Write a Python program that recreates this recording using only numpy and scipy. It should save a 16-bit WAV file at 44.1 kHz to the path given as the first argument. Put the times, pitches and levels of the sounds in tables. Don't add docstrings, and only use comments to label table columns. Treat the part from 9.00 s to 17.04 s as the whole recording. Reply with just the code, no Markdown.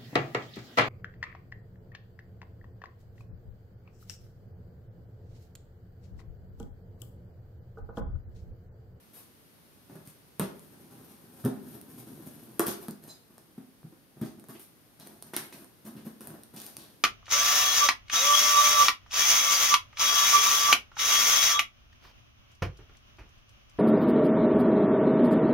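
import sys
import numpy as np
from scipy import signal
from scipy.fft import rfft, irfft, next_fast_len
from scipy.io import wavfile

SR = 44100
rng = np.random.default_rng(int(sys.argv[2]) if len(sys.argv) > 2 else 0)


def generate_wav(signal):
    frames = np.transpose(np.atleast_2d(signal))
    scaled = np.clip(frames, -1, 1) * 32767
    pcm = np.round(scaled).astype(np.int16)
    wavfile.write(sys.argv[1], SR, pcm)


N = 354387
TIME = np.arange(N) / SR

# freq_hz, relative density_db_per_hz
RUMBLE_SPECTRUM = [(30, -30), (70, -14), (120, -2), (240, 3), (330, -4), (480, -16.5), (800, -16.5),
                   (1600, -59)]
# freq_hz, relative density_db_per_hz
CARDBOARD_SPECTRUM = [(150, -19.5), (350, 6.5), (600, 3), (900, 0.5), (1250, -1.5), (1700, -3), (2300, -18),
                      (4000, -19), (9000, -36.5)]
# freq_hz, relative density_db_per_hz
SLIT_SPECTRUM = [(800, -40), (2200, 1.5), (4000, -0.5), (6500, -1), (9500, 1.5), (13000, 3), (15500, 0)]


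def from_db(db):
    return 10 ** (np.asarray(db) / 20)


def rms_one(x):
    return x / np.sqrt(np.mean(x ** 2) + 1e-20)


def in_time(rows):
    s, *columns = np.transpose(rows)
    return [np.interp(TIME, s, column) for column in columns]


def at_hz(points, hz):
    table_hz, value = np.transpose(points)
    return np.interp(np.log(np.maximum(hz, 1)), np.log(table_hz), value)


def add(out, start_s, sound):
    i = max(round(start_s * SR), 0)
    out[i:i + len(sound)] += sound[:N - i]


def through(x, response):
    return signal.fftconvolve(x, response)[:N]


def impulse(spectrum, size=4096):
    magnitude = from_db(at_hz(spectrum, np.fft.rfftfreq(size, 1 / SR)))
    cepstrum = irfft(np.log(magnitude))
    cepstrum[1:size // 2] *= 2
    cepstrum[size // 2 + 1:] = 0
    response = irfft(np.exp(rfft(cepstrum)))
    return response / np.linalg.norm(response)


def drift(rate_hz):
    count = int(rate_hz * N / SR) + 2
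    values = rng.standard_normal(N)[:count]
    return rms_one(np.interp(TIME * rate_hz, np.arange(count), values))


def grains(per_s, spread_db):
    size_db = spread_db * np.minimum(rng.exponential(1, N), 4)
    sizes = from_db(size_db) * rng.choice([-1, 1], N)
    return rms_one(sizes * (rng.random(N) < per_s / SR))


def blow(rise_s, decay_s):
    t, rise_s = TIME[:SR], max(rise_s, 1e-4)
    swell = 1 - np.exp(-(t / rise_s) ** 2)
    shape = swell * np.exp(-np.maximum(t - rise_s, 0) / decay_s)
    return shape / shape.max()


def resonate(x, hz, q):
    b, a = signal.iirpeak(hz, max(q, .4), fs=SR)
    return signal.lfilter(b, a, x + 1e-18) / np.sqrt(b[0])


def box(force):
    # pitch_hz, gain_db, t60_s
    modes = [(79, -3, 0.54), (126, -2, 0.15), (157.9, 0, 0.16), (200.5, -6, 0.18), (223.2, -2.5, 0.17),
             (255.7, -5, 0.094), (286, 0, 0.33), (331.4, -0.5, 0.071), (382.2, 4.5, 0.21),
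             (409, -4.5, 0.45), (518, -14, 0.5)]
    out = 0
    for hz, db, t60_s in modes:
        r = from_db(-60 / (t60_s * SR))
        w = 2 * np.pi * hz / SR
        b = np.array([1, 0, -1]) * (1 - r * r) / 2
        a = [1, -2 * r * np.cos(w), r * r]
        out = out + from_db(db) * signal.lfilter(b, a, force + 1e-18)
    return out


def dragging(judder_db=2.5, surge_db=1.0, ring_db=8, sizzle_db=-5.0, tick_db=-6):
    rumble, rasp, sizzle = strokes()
    grip = rms_one(from_db(judder_db * drift(rate_hz=70)))

    slips = through(grip * grains(per_s=900, spread_db=2.2), impulse(RUMBLE_SPECTRUM))
    shake = rumble * rms_one(slips + from_db(ring_db) * box(slips))

    fibres = grains(per_s=1500, spread_db=2.0)
    board = through(rasp * grip * fibres, impulse(CARDBOARD_SPECTRUM))

    splits = grains(per_s=3000, spread_db=3.0)
    surge = rms_one(from_db(surge_db * drift(rate_hz=12)))
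    ticks = grains(per_s=70, spread_db=2.5)
    cracks = splits + from_db(tick_db) * ticks
    tape = through(sizzle * grip * surge * cracks, impulse(SLIT_SPECTRUM))
    return shake + board + from_db(sizzle_db) * tape


def strokes(cut_rasp_db=-66.5, rasp_follows=0.48, rub_sag_db_per_s=42, rub_rasp_db=-4):
    # time_s, force as rumble level_db, tape sizzle level_db before the sizzle trim
    cut = [(1.55, -70, -67), (1.72, -59.5, -68.5), (1.99, -51, -63), (2.1, -54, -61), (2.28, -60, -68),
           (2.42, -53, -58.5), (2.56, -48.5, -68), (2.72, -49, -58.5), (2.79, -55, -68.5),
           (2.97, -49.5, -59), (3.08, -48, -62.5), (3.3, -52, -60.5), (3.56, -55, -64)]
    # start_s, length_s, level_db,
    # brightness_db (low on bare board, high on tape)
    rubs = [(0.13, 0.075, -63.5, 5), (0.895, 0.12, -60, -8.5), (1.05, 0.057, -66, 4.5),
            (3.66, 0.027, -44.5, 3), (3.80, 0.03, -53.5, -3), (4.02, 0.084, -56.5, -3),
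            (4.30, 0.25, -65.5, -6), (5.16, 0.049, -63.5, -9), (5.244, 0.013, -60, -2),
            (5.375, 0.04, -66, -14.5), (5.487, 0.034, -55.5, -3), (5.59, 0.036, -67.5, 9.5),
            (5.99, 0.15, -58, -3), (6.239, 0.11, -61.5, -3), (6.368, 0.085, -54.5, 0.5),
            (6.521, 0.1, -57, -3.5), (6.846, 0.025, -51.5, -4), (6.95, 0.044, -57.5, -11),
            (7.046, 0.014, -53, -4), (7.204, 0.041, -53.5, -3.5), (7.273, 0.089, -54, -6),
            (7.533, 0.022, -52, -4), (7.575, 0.12, -57, 3.5), (7.778, 0.061, -56.5, -2.5)]
    force_db, sizzle_db = in_time(cut)
    (start_s, *_, end_s), listed_db, _ = np.transpose(cut)
    swing_db = force_db - listed_db.mean()
    rasp_db = cut_rasp_db + rasp_follows * swing_db
    out = contact(start_s, end_s - start_s, 0) * from_db([force_db, rasp_db, sizzle_db])
    for s, length_s, db, bright_db in rubs:
        layer_db = [db - bright_db, db + rub_rasp_db, db + bright_db]
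        out += np.outer(from_db(layer_db), contact(s, length_s, rub_sag_db_per_s))
    return out


def contact(start_s, length_s, sag_db_per_s, attack_s=0.0052, release_db_per_s=192):
    t = np.maximum(TIME - start_s, 0)
    fall_db = sag_db_per_s * t + release_db_per_s * np.maximum(t - length_s, 0)
    return np.minimum(t / attack_s, 1) * from_db(-np.minimum(fall_db, 200))


def knocks(flex_s=0.0056, stiffen=.15, crunch_s=0.016, crackle_s=0.0055, ring_db=10, shudder_db=-19):
    # start_s, thud peak_db, thud pitch_hz, rise_s, thud fade_s, crunch level_db
    blow_rows = [(0.949, -43.5, 169, 0.0064, 0.012, -54), (1.072, -45, 132.4, 0.0026, 0.012, -75),
                 (1.3959, -23, 196, 0.0017, 0.0064, -35), (1.409, -25.5, 164.6, 0.0029, 0.035, -46),
                 (2.435, -25, 125, 0.012, 0.017, -48), (2.447, -18.5, 239.4, 0.0082, 0.013, -41.5),
                 (2.519, -37, 279, 0.007, 0.012, -64), (3.594, -24.5, 326, 0.0014, 0.016, -32),
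                 (3.681, -28, 202, 0.0012, 0.0054, -40.5), (3.884, -28, 212, 0.0013, 0.0078, -48),
                 (4.577, -36, 234, 0.0024, 0.02, -56.5), (4.834, -37, 155, 0.014, 0.0066, -68.5),
                 (4.922, -45.5, 308, 0.0031, 0.0053, -64.5), (5.21, -33.5, 140, 0.0056, 0.01, -50),
                 (5.212, -27, 220.5, 0.005, 0.016, -58), (5.226, -33, 358, 0.0038, 0.0075, -55.5),
                 (5.548, -41.5, 332, 0.0014, 0.0087, -61), (6.335, -42.5, 198, 0.00071, .008, -47.5),
                 (6.3656, -33, 324, 0.00041, 0.0057, -54), (6.852, -41, 217, 0.021, 0.036, -54.5),
                 (7.054, -32, 214, 0.013, 0.012, -56.5), (7.539, -46, 170, 0.0056, 0.017, -72)]
    crackle_ref_db, crunch_ref_db, crackle_growth = -49, -42, 1.12
    highpass = signal.butter(2, 85, "high", fs=SR, output="sos")
    thuds, shudder, crunch, crackle = np.zeros((4, N))
    for s, thud_db, hz, rise_s, fade_s, crunch_db in blow_rows:
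        pitch_hz = hz * (1 + stiffen * np.tanh(TIME[:SR] / (rise_s + flex_s) - 1))
        flex = blow(rise_s, fade_s) * np.sin(2 * np.pi * np.cumsum(pitch_hz) / SR)
        flex = signal.sosfilt(highpass, flex)
        thud = flex + from_db(ring_db) * box(flex)
        crackle_db = crackle_ref_db + crackle_growth * (crunch_db - crunch_ref_db)
        add(thuds, s, -from_db(thud_db) * thud / np.abs(thud).max())
        add(shudder, s, from_db(thud_db + shudder_db) * blow(rise_s, crunch_s))
        add(crunch, s, from_db(crunch_db) * blow(rise_s, crunch_s))
        add(crackle, s, from_db(crackle_db) * blow(rise_s, crackle_s))
    shudder = through(shudder * grains(per_s=2000, spread_db=1.5), impulse(RUMBLE_SPECTRUM))
    crunch = through(crunch * grains(per_s=1800, spread_db=3.0), impulse(CARDBOARD_SPECTRUM))
    crackle = through(crackle * grains(per_s=11000, spread_db=5.0), impulse(SLIT_SPECTRUM))
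    return thuds + shudder + crunch + from_db(7.0) * box(crunch + shudder) + crackle


def snaps(build_s=0.00038, tear_s=0.001, tear_share=0.9):
    # time_s, click peak_db before tape colouring, cardboard tap peak_db
    snap_rows = [(0.8976, -50, -49), (1.0748, -32, -59), (1.3965, -14.5, -25), (1.5948, -36, -51),
                 (2.45, -23, -39), (2.8138, -29.5, -66), (3.5951, -7, -25), (3.6049, -18, -29),
                 (3.6678, -18, -33), (3.6819, -15.5, -26), (3.8839, -25, -31), (3.9093, -28, -44),
                 (4.039, -34.5, -49), (4.3812, -34.5, -42), (4.8311, -59, -47.5), (5.2143, -37, -38),
                 (5.3977, -38, -64), (5.4412, -41, -44.5), (5.4863, -35.5, -44), (5.5963, -37.5, -50),
                 (5.9995, -33.5, -47), (6.0724, -29, -44), (6.2249, -25, -40), (6.3355, -30, -29.5),
                 (6.3461, -36, -36), (6.3652, -9.5, -28.5), (6.3823, -22, -47), (6.5255, -46, -40),
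                 (6.645, -35, -47), (7.2081, -30, -45), (7.2726, -25.5, -39), (7.435, -30.5, -56),
                 (7.564, -31, -57), (7.6016, -27.5, -51), (7.6175, -28, -50), (7.6653, -27, -54),
                 (7.7683, -21.5, -42)]
    # freq_hz, relative density_db_per_hz
    tape_spectrum = [(500, -20), (1500, -3), (2800, -1), (4500, 0), (6500, 0), (9500, 4), (13000, -0.5),
                     (15500, -1)]
    clicks, taps = np.zeros((2, N))
    lead = SR // 200
    t = np.arange(-lead, lead) / SR
    for s, click_db, tap_db in snap_rows:
        tear = rng.standard_normal(len(t)) * np.exp(np.minimum(t / build_s, -t / tear_s))
        tear *= tear_share / np.linalg.norm(tear)
        tear[lead] = 1
        add(clicks, s + t[0], from_db(click_db) * tear)
        add(taps, s, from_db([tap_db]))
    board = impulse(CARDBOARD_SPECTRUM)
    return through(clicks, impulse(tape_spectrum)) + through(taps, board / np.abs(board).max())


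def rips(rise_s=0.00029):
    # start_s, level_db, fade_s, centre_hz, q
    rip_rows = [(0.898, -62, 0.053, 616, 2.8), (1.397, -47.5, 0.017, 2580, 5.6),
                (1.412, -38.5, 0.04, 358, 2.7), (2.457, -47, 0.0052, 1450, 4),
                (2.468, -49.5, 0.021, 805, 7.2), (3.599, -34.5, 0.016, 1190, 4.5),
                (3.683, -41, 0.015, 4200, 1.2), (5.216, -56, 0.022, 1700, 0.93),
                (5.25, -56.5, .018, 4480, 0.84), (5.547, -58.5, 0.021, 2480, 2.4),
                (6.001, -61.5, 0.048, 3860, 1.8), (6.3368, -39.5, 0.009, 1560, 1.2),
                (6.3655, -35, 0.0076, 1510, 0.76), (6.525, -52, 0.02, 2100, 0.8),
                (6.965, -62, 0.041, 2670, 1.9), (7.56, -56, 0.085, 3860, 0.9),
                (7.785, -59.5, 0.054, 3800, 2.3)]
    cracks, out = grains(per_s=900, spread_db=2.5), np.zeros(N)
    for s, db, fade_s, hz, q in rip_rows:
        force = np.zeros(N)
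        add(force, s, from_db(db) * blow(rise_s, fade_s))
        out += resonate(force * cracks, hz, q)
    return out


def squeak(rise_s=0.018, fade_s=0.027, treble_damping=1.5):
    # start_s, level_db
    start_s, level_db = (4.076, -53)
    # pitch_hz, q, relative level_db
    partials = [(3810, 25, -5), (4066, 80, 0), (4170, 40, -8), (4340, 70, -8), (4860, 64, -5),
                (5160, 30, -9), (6640, 69, -4), (6400, 43, -3), (7400, 70, -0.5), (9350, 25, -11),
                (5500, 1.5, -4)]
    friction, out = grains(per_s=2000, spread_db=1.5), np.zeros(N)
    for hz, q, db in partials:
        swell = np.zeros(N)
        partial_fade_s = fade_s * (partials[0][0] / hz) ** treble_damping
        add(swell, start_s, blow(rise_s, partial_fade_s))
        tone = rms_one(resonate(resonate(friction, hz, q), hz, q))
        out += from_db(db) * swell * tone
    gains = from_db(np.array(partials)[:, 2])
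    return from_db(level_db) * out / np.linalg.norm(gains)


def room(x, spill, count=9):
    out = np.array([x, x])
    moments_s = np.linspace(0, TIME[-1], count)
    for share in np.eye(count):
        weight = np.sqrt(np.interp(TIME, moments_s, share))
        near = weight > 0
        for channel, tail in zip(out, room_tail()):
            echo = signal.fftconvolve((weight * spill)[near], tail)
            add(channel, TIME[near][0], echo)
    return out


def room_tail(first_echo_s=0.0012):
    # freq_hz, t60_s
    decay_times = [(100, 0.9), (300, 0.68), (700, 0.41), (2000, 0.41), (5000, 0.29), (14000, 0.23)]
    # freq_hz, echo over spill_db
    echo_levels = [(100, -18.5), (300, -5.5), (700, 1.5), (2000, 0.5), (6000, 4), (14000, -2)]
    t, hz = TIME[:SR], np.fft.rfftfreq(SR, 1 / SR)
    noise, tail = rfft(diffuse(size=SR)), 0
    centres_hz = np.geomspace(80, 16000, 12)
    for centre_hz, share in zip(centres_hz, np.eye(len(centres_hz))):
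        onset = np.clip(t / first_echo_s - 1, 0, 1)
        fade = from_db(-60 * t / at_hz(decay_times, centre_hz)) * onset
        band = irfft(noise * np.interp(hz, centres_hz, share), SR)
        tail = tail + band * from_db(at_hz(echo_levels, centre_hz)) * fade / np.linalg.norm(fade)
    return tail


def diffuse(size):
    # freq_hz, correlation
    likeness = [(30, 0), (100, 0.23), (250, 0.68), (500, 0.32), (1000, 0)]
    alike = np.clip(at_hz(likeness, np.fft.rfftfreq(size, 1 / SR)), -1, 1)
    mid, side = rfft(rng.standard_normal((2, size)))
    spectra = np.sqrt(1 + alike) * mid + np.sqrt(1 - alike) * side * [[1], [-1]]
    return rms_one(irfft(spectra, size))


def background_hiss():
    # freq_hz, relative density_db_per_hz
    hiss_spectrum = [(25, -23), (50, 9.5), (110, 16.5), (250, 15.5), (400, 11), (700, 5.5), (1600, 1.5),
                     (2300, -0.5), (4500, -2.5), (7000, -6.5), (10000, -9), (15500, -7.5)]
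    # time_s, level_db
    hiss_course = [(0, -59.5), (1.3, -59.5), (3.5, -60), (4.3, -61.5), (5.1, -62), (5.8, -60.5), (8, -59.5)]
    noise = diffuse(size=next_fast_len(N))
    hiss = np.array([through(side, impulse(hiss_spectrum)) for side in noise])
    return from_db(in_time(hiss_course)[0]) * hiss


def scene(snap_spill_db=-5, scrape_spill_db=2):
    hiss = background_hiss()
    scrapes = dragging() + rips() + squeak()
    blows, clicks = knocks(), snaps()
    spill = blows + from_db(snap_spill_db) * clicks + from_db(scrape_spill_db) * scrapes
    return room(blows + clicks + scrapes, spill) + hiss


def port(x, resonances):
    for hz, q, db in resonances:
        w, gain = 2 * np.pi * hz / SR, from_db(db / 2)
        width = np.sin(w) / (2 * q) * np.array([1, 0, -1])
        centre = np.array([1, -2 * np.cos(w), 1])
        x = signal.lfilter(centre + width * gain, centre + width / gain, x)
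    return x


def record(dry):
    # freq_hz, q, gain_db
    left_port = [(8200, 4.6, -8.5), (11720, 2.68, 15), (13400, 6.7, 1.5)]
    # freq_hz, q, gain_db
    right_port = [(7450, 11.4, -7), (9260, 4.2, 13), (11100, 20, -4), (12300, 5.8, 0.5)]
    cutoff_hz = 15550
    coloured = np.array([port(dry[0], left_port), port(dry[1], right_port)])
    lowpass = signal.ellip(10, .2, 80, cutoff_hz, fs=SR, output="sos")
    return signal.sosfilt(lowpass, coloured)


dry = scene()
out = record(dry)
generate_wav(out)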